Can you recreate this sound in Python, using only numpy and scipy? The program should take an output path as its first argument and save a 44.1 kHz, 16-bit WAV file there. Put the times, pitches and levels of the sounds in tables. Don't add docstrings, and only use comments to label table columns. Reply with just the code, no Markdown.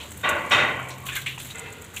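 import sys
import numpy as np
from scipy import signal
from scipy.fft import rfft, irfft, next_fast_len
from scipy.io import wavfile
from scipy.ndimage import map_coordinates

SR = 44100
rng = np.random.default_rng(int(sys.argv[2]) if len(sys.argv) > 2 else 0)


def store_pcm(level_fs):
    pcm = np.round(np.clip(level_fs, -1, 1) * 32767).astype(np.int16)
    wavfile.write(sys.argv[1], SR, np.atleast_2d(pcm).T)


def voltage_ratio(level):
    return 10 ** (np.asarray(level, float) / 20)


N = 88200

# time in seconds, level in dB.
TRAFFIC_LEVEL = [(0, -51.5), (.45, -49), (.62, -43.5), (.9, -53.5), (1.1, -49), (2, -51)]
# frequency in Hz, level in dB per Hz.
TRAFFIC_COLOUR = [(15, -62), (25, -43), (81, -0.5), (569, -17), (650, -20.5), (1380, -19), (5000, -24),
                  (6500, -48), (11000, -120)]
# time in seconds, pitch in Hz, level in dB.
MOTOR_HUM = [(0, 77.5, -47), (.4, 80.45, -48.5), (.5, 92.4, -50), (.62, 124.7, -50), (.76, 127.8, -42.5),
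             (1.33, 130.3, -45), (1.55, 130.5, -50)]

# start in seconds, level in dB, tilt in dB per octave.
CLINKS = [
    (1.545, -37, 3.5),
    (1.575, -41, -1),
    (1.655, -42.5, 0.5),
]
# frequency in Hz, width in Hz, level in dB, 60 dB decay in seconds.
TUBE_MODES = [(453, 90, 1.5, 1.56), (780, 31, -5.5, 0.87), (946, 46, -7, 1.2), (1427, 69, -4.5, 1.45),
              (2054, 110, 2.5, 0.74), (2645, 24, 3, 0.46), (2458, 55, -6, 0.78)]
# start in seconds, level in dB, treble in dB, tilt in dB per octave,
# frequency the treble starts from in Hz.
BANGS = [
    (-0.15, -38, -2, -8.5, 4700),
    (0.231, -16, -6.5, -0.5, 4030),
    (0.505, -11, 2, 0.5, 4770),
]
STRUCK_NEAR_RIM = [0, 0, 1]
# frequency in Hz, width in Hz, level in dB, 60 dB decay in seconds,
# level change in dB when struck near the rim.
PANEL_MODES = [(592, 61, -4.5, 0.85, -3.5), (897, 47, -7, 1.26, -9.5), (1074, 107, -9, 1.75, -6),
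               (1140, 62, -0.5, 0.62, -4), (1462, 142, 2, 0.66, -0.5), (1984, 160, -0.5, 0.78, 0.5),
               (779, 56, -22.5, 1.1, 9), (2286, 200, -8.5, 1.12, 0.5), (2566, 100, -8.5, 0.72, 3.5),
               (2750, 250, -7.5, 0.77, 1), (3090, 240, -16, 0.77, 9), (3690, 160, -5, 0.42, 4.5),
               (5630, 85, -20, 0.28, 9), (6840, 330, -28.5, 0.4, 7.5)]
# frequency in Hz, level in dB per Hz.
ECHO_COLOUR = [(60, -27), (130, -8), (300, -7), (700, -3), (2000, 0), (3800, -5), (4600, -10), (7000, -24),
               (12000, -38)]
# frequency in Hz, 60 dB decay in seconds.
SHED_DECAY = [(150, 1.27), (500, 1.146), (1400, 0.76), (3700, 0.45), (8000, 0.42)]

# start in seconds, level in dB, pitch in Hz, 60 dB decay in seconds.
AIR_POCKETS = [(.378, -47, 4500, 0.16), (1.03, -39.5, 1094, 0.45), (1.085, -36.5, 1480, 0.27),
               (1.095, -33.5, 2470, 0.32), (1.115, -35.5, 1754, 0.24), (1.12, -38, 3530, 0.18),
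               (1.16, -27, 2130, 0.13), (1.162, -33.5, 1560, 0.23), (1.285, -39, 2880, 0.38),
               (1.503, -34.5, 3830, .12), (0.904, -42, 5600, .12)]
# start in seconds, level in dB, centre in Hz, rise in seconds,
# 60 dB decay in seconds.
SPLATS = [(0.0, -35.5, 2950, 0.0015, 0.33), (0.031, -38.5, 910, 0.0063, 0.13),
          (0.789, -32.5, 1270, 0.0022, 0.19), (0.903, -36, 4160, 0.0006, 0.2),
          (1.059, -34.5, 3280, 0.0035, 0.21), (1.085, -27, 2500, 0.0024, 0.16),
          (1.122, -31.5, 2680, 0.011, 0.43), (1.156, -30.5, 1580, 0.0013, 0.17),
          (1.155, -26, 3400, .001, 0.11), (1.215, -34.5, 3573, 0.0011, 0.08),
          (1.259, -23.5, 2430, 0.003, 0.26), (1.376, -36.5, 920, 0.0005, 0.058),
          (1.389, -35.5, 3487, 0.0064, 0.22), (1.45, -41.5, 3030, 0.0074, 0.27),
          (1.501, -34.5, 3630, 0.0015, 0.1), (1.655, -38, 2060, 0.00098, 0.13),
          (1.827, -42, 1400, 0.0026, 0.054), (1.936, -41.5, 1330, 0.0014, 0.13),
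          (1.968, -26.5, 2780, 0.0011, 0.077)]
# start in seconds, peak in dB, pitch in Hz.
TICKS = [(0.1082, -27.5, 8800), (0.174, -44, 9000), (0.2827, -35, 9000), (0.3584, -32, 9560),
         (0.411, -38, 8790), (0.4199, -31, 14100), (0.4519, -35, 9650), (0.4648, -31, 9200),
         (0.6574, -36, 8600), (0.683, -36, 14900), (0.7008, -41, 10300), (0.7312, -43, 8710),
         (0.7974, -37, 8600), (0.7996, -34, 12940), (0.8074, -52, 13400), (0.827, -42, 8680),
         (0.8445, -38, 8500), (0.886, -32, 8600), (0.8884, -39, 13000), (0.9053, -33, 9260),
         (0.9634, -50, 8410), (0.9834, -32, 12200), (1.0044, -31, 12200), (1.0261, -35, 13800),
         (1.0415, -34, 8650), (1.155, -16, 12600), (1.2146, -25, 14500), (1.2955, -30, 14800),
         (1.3624, -35, 8810), (1.403, -23, 10500), (1.4159, -28, 9750), (1.4224, -27, 10700),
         (1.4364, -27, 13500), (1.4491, -25, 12700), (1.4654, -33, 14500), (1.475, -29, 9700),
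         (1.5077, -32, 10300), (1.5154, -40, 8550), (1.5764, -38, 10200), (1.5834, -37, 8500),
         (1.7045, -32.5, 9600)]
# start in seconds, peak in dB, pitch in Hz.
PLOPS = [
    (1.378, -31, 2520),
    (1.3805, -29.5, 2650),
    (1.4, -37, 2530),
    (1.4065, -47, 3050),
    (1.5025, -42, 3920),
    (1.9395, -40, 1460),
    (1.0904, -29, 2560),
    (1.968, -25, 2750),
    (1.9715, -45, 2750),
]
# start in seconds, peak in dB, pitch in Hz, spatter in dB.
DROPS = [(0.0343, -30.5, 8400, -62), (0.1092, -37.5, 7900, -2), (0.1174, -26.5, 7500, -8),
         (0.175, -23.5, 9000, -38), (0.2084, -36.5, 8300, -2.5), (0.2898, -18, 7050, -6.5),
         (0.294, -26, 7000, -40), (0.4946, -32.5, 8300, -2), (0.8295, -32, 7500, -16),
         (0.8734, -43, 7250, -6), (0.8864, -36.5, 7850, 2.5), (0.983, -35.5, 7790, -9),
         (1.262, -30, 8100, -7), (1.281, -30.5, 7500, -7), (1.3827, -48, 7600, -1),
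         (1.4019, -36, 7740, -12), (1.4502, -36.5, 7600, 1), (1.5568, -22.5, 7660, -27),
         (1.5842, -23, 7740, -20), (1.5949, -16.5, 8220, -22), (1.726, -26.5, 7760, -12.5),
         (1.816, -33, 7160, -5), (1.8432, -31.5, 6900, -7), (1.9631, -24, 7050, -30)]
# frequency in Hz, level in dB per Hz.
SPATTER_COLOUR = [(3000, 2), (6000, 0.5), (8000, 6.5), (10500, -1.5), (15500, 0)]
# time in seconds, level in dB.
SPRAY_FLOW = [(0.0, -48), (1.59, -57), (2.0, -53)]
# start in seconds, level in dB, share of fine mist from 0 to 1,
# rise in seconds, 60 dB decay in seconds.
SURGES = [(0.17, -42, 0.92, 0.0021, 0.13), (0.286, -43.5, 0.4, .0027, 0.19),
          (0.903, -65, 0.6, 0.0018, 0.56), (1.051, -29.5, 0.73, 0.0079, 0.2),
          (1.12, -42, 0.16, 0.0061, 0.39), (1.155, -26, 0.71, .0027, 0.14), (1.214, -46, .95, 0.0024, 0.13),
          (1.293, -48, 0.8, .0027, 0.42), (1.38, -46, 0.19, 0.0014, 1), (1.395, -48, 1, 0.0035, 0.43),
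          (1.445, -46, 1, .005, 0.21), (1.505, -63, 0.48, 0.0049, 0.15), (1.936, -42.5, 0.63, 0.0024, 0.43),
          (1.961, -36, 0.3, 0.0021, 0.16)]
# frequency in Hz, level in dB per Hz.
FIZZ_COLOUR = [(800, -24), (2000, 12), (4000, -5), (7000, 13.5), (10000, 4), (14000, 6), (16000, 0)]


def unit(x):
    return x / np.sqrt(np.mean(x ** 2) + 1e-20)


def along(points, hz):
    f, v = np.transpose(points)
    return np.interp(np.log(hz + 1), np.log(f + 1), v)


def curves(rows):
    s, *columns = np.transpose(rows)
    return [np.interp(np.arange(N) / SR, s, column) for column in columns]


def seconds(size):
    return np.arange(size) / SR


def wobble(rate, size=N):
    knots = rng.standard_normal(int(size * rate / SR) + 4)
    return map_coordinates(knots, [np.arange(size) * rate / SR])


def filtered(x, response):
    size = next_fast_len(x.shape[-1] + 8192)
    spectrum = rfft(x, size) * response(np.fft.rfftfreq(size, 1 / SR))
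    return irfft(spectrum, size)[..., :x.shape[-1]]


def noise(colour, size=N):
    return unit(filtered(rng.standard_normal(size), lambda hz: voltage_ratio(along(colour, hz))))


def narrow_noise(centre_hz, width_hz, size):
    def resonance(hz):
        return 1j * hz * width_hz / (centre_hz ** 2 - hz ** 2 + 1j * hz * width_hz)
    return unit(filtered(rng.standard_normal(size), lambda hz: resonance(hz) ** 2))


def ringing(modes, t):
    blur_hz = 35
    total = 0
    for hz, width_hz, db, t60 in modes:
        total = total + voltage_ratio(db - 60 * t / t60) * narrow_noise(hz, max(width_hz, blur_hz), len(t))
    return total / np.sqrt(len(modes))


def burst(t, rise, t60):
    return (1 - np.exp(-t / rise)) ** 2 * voltage_ratio(-60 * t / t60)


def damped_sine(t, hz, cycles):
    return np.sin(2 * np.pi * hz * t) * np.exp(-t * hz / cycles)


def add(track, s, sound):
    at = round(s * SR)
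    part = track[max(at, 0):][:len(sound) + min(at, 0)]
    part += sound[max(-at, 0):][:len(part)]


def grains(count, centre_hz, spread, cycles, spread_db):
    chance = rng.random((count, 2))
    hz = np.clip(centre_hz * np.exp(spread * rng.standard_normal(count)), 500, 15500)[:, None]
    size = np.minimum(-np.log(chance[:, 1:]), 3)
    wave = voltage_ratio(spread_db * size) * damped_sine(seconds(200), hz, cycles)
    at = (chance[:, :1] * N).astype(int) + np.arange(200)
    return unit(np.bincount(at.ravel(), wave.ravel(), minlength=N)[:N])


def street():
    road_db, = curves(TRAFFIC_LEVEL)
    road = voltage_ratio(road_db + 6 + 0.61 * wobble(10.8)) * noise(TRAFFIC_COLOUR)
    hz, hum_db = curves(MOTOR_HUM)
    running = np.clip((MOTOR_HUM[-1][0] - seconds(N)) / 0.05, 0, 1)
    hum_level = np.sqrt(2) * running * voltage_ratio(hum_db + 1.5 * wobble(16.8))
    return road + hum_level * np.sin(2 * np.pi * np.cumsum(hz) / SR)


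def clinks():
    out, t = np.zeros(N), seconds(SR // 2)
    for s, db, tilt_db, in CLINKS:
        modes = [(hz, width, level + tilt_db * np.log2(hz / 1500), t60) for hz, width, level, t60 in TUBE_MODES]
        wash = voltage_ratio(-5.5 - 60 * t / 1.1) * noise(ECHO_COLOUR, size=len(t))
        add(out, s, voltage_ratio(db) * (1 - np.exp(-t / 0.003)) * (ringing(modes, t) + wash))
    return out


def bangs():
    out, t = np.zeros(N), seconds(SR * 5 // 4)
    rise_s, far_wall_s, far_wall_db = 0.0067, 0.072, -8.5
    late_t = np.clip(t - far_wall_s, 0, None)
    swell = (1 - np.exp(-t / rise_s)) ** 2
    swell = swell + voltage_ratio(far_wall_db) * (1 - np.exp(-late_t / rise_s)) ** 2

    spacing_hz, roughness_db = 30, 3.5
    knots = rng.standard_normal(SR // spacing_hz)

    def small_modes(hz):
        return voltage_ratio(roughness_db * hz / (hz + 1500) * map_coordinates(knots, [hz / spacing_hz]))

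    for (s, db, treble_db, tilt_db, treble_hz), rim in zip(BANGS, STRUCK_NEAR_RIM):
        def blow_colour(hz):
            treble = treble_db / (1 + (treble_hz / (hz + 1)) ** 20)
            return voltage_ratio(tilt_db * np.log2((hz + 200) / 1500) + treble)

        modes = [(hz, width, level + rim * change, t60) for hz, width, level, t60, change in PANEL_MODES]
        echoes = unit(filtered(noise(ECHO_COLOUR, size=len(t)), small_modes))
        hz, at, bands = signal.stft(echoes, SR, nperseg=256)
        bands = bands * voltage_ratio(-60 * at[:, None] / along(SHED_DECAY, hz)).T
        bed = voltage_ratio(1.5) * signal.istft(bands, SR, nperseg=256)[1][:len(t)]
        panel = filtered(bed + voltage_ratio(8) * ringing(modes, t), blow_colour)
        add(out, s, voltage_ratio(db - 6.5 + 0.65 * wobble(32.0, size=len(t))) * swell * panel)
    return out


def pockets():
    out, t = np.zeros(N), seconds(SR // 3)
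    q, rise_s = 10, 0.003
    for s, db, hz, t60 in AIR_POCKETS:
        tone = ringing([(hz, hz / q, 0, t60)], t)
        add(out, s, voltage_ratio(db) * (1 - np.exp(-t / rise_s)) * tone)
    return out


def splats():
    out, t = np.zeros(N), seconds(SR // 2)
    q, climb, climb_s, grain_db = 1.94, 1.32, 0.093, -1
    late = 1 - np.exp(-t / climb_s)
    for s, db, hz, rise, t60 in SPLATS:
        low = narrow_noise(hz, hz / q, len(t))
        high = narrow_noise(climb * hz, climb * hz / q, len(t))
        body = np.sqrt(1 - late) * low + np.sqrt(late) * high
        grain = voltage_ratio(db + grain_db * wobble(180, size=len(t)))
        add(out, s, grain * burst(t, rise, t60) * body)
    return out


def ticks():
    out, t = np.zeros(N), seconds(SR // 100)
    for rows, gain_db in ((TICKS, 1), (PLOPS, 3)):
        for s, db, hz in rows:
            add(out, s, voltage_ratio(db + gain_db) * damped_sine(t, hz, cycles=3.8))
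    return out


def drops():
    out, t = np.zeros(N), seconds(SR // 8)
    bounce_s, bounce_db, bounce_pitch = 0.0033, -8, 0.88

    def tick(hz):
        return damped_sine(t, hz, cycles=4.5) * (1 - np.exp(-t * hz))

    for s, db, hz, spatter_db in DROPS:
        grain = voltage_ratio(spatter_db + 3 * wobble(550, size=len(t)))
        spatter = grain * burst(t, rise=0.0015, t60=0.06) * noise(SPATTER_COLOUR, size=len(t))
        add(out, s, voltage_ratio(db) * (tick(hz) + spatter))
        add(out, s + bounce_s, voltage_ratio(db + bounce_db) * tick(bounce_pitch * hz))
    return out


def spray():
    t = seconds(SR // 2)
    steady = voltage_ratio(curves(SPRAY_FLOW)[0])
    coarse_flow, mist_flow = steady.copy(), steady.copy()
    for s, db, mist_share, rise, t60 in SURGES:
        surge = 2 * voltage_ratio(db) * burst(t, rise, t60)
        add(coarse_flow, s, (1 - mist_share) * surge)
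        add(mist_flow, s, mist_share * surge)
    fizz = voltage_ratio(-4 + 0.4 * wobble(37.6) + 1.8 * wobble(270)) * noise(FIZZ_COLOUR)
    crackle = voltage_ratio(-2) * grains(count=4000, centre_hz=8900, spread=0.7, cycles=0.81, spread_db=4.5)
    water = fizz + crackle
    mist = filtered(water, lambda hz: 1 / (1 + (10200 / (hz + 1)) ** 6))
    trickle = voltage_ratio(-64) * grains(count=140, centre_hz=11000, spread=0.41, cycles=1.8, spread_db=2.5)
    return coarse_flow * (water - mist) + mist_flow * mist + trickle


def scene():
    background = street() + clinks() + bangs()
    splashes = pockets() + splats() + ticks() + drops()
    return (background + splashes + spray())[None]


def low_pass(x):
    return signal.sosfilt(signal.butter(12, 16180, fs=SR, output="sos"), x)


def record(dry):
    def bell(hz, centre_hz, width_hz):
        return np.exp(-((hz - centre_hz) / width_hz) ** 2)

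    def microphone(hz):
        notch_db = -11 * bell(hz, 5014, 830)
        port_db = 3.5 * bell(hz, 7600, 640)
        return voltage_ratio(notch_db + port_db) / (1 + (hz / 15500) ** 200)

    mix = np.tanh(filtered(dry, microphone) / 0.91) * 0.89
    return low_pass(mix)


dry = scene()
out = record(dry)
store_pcm(out)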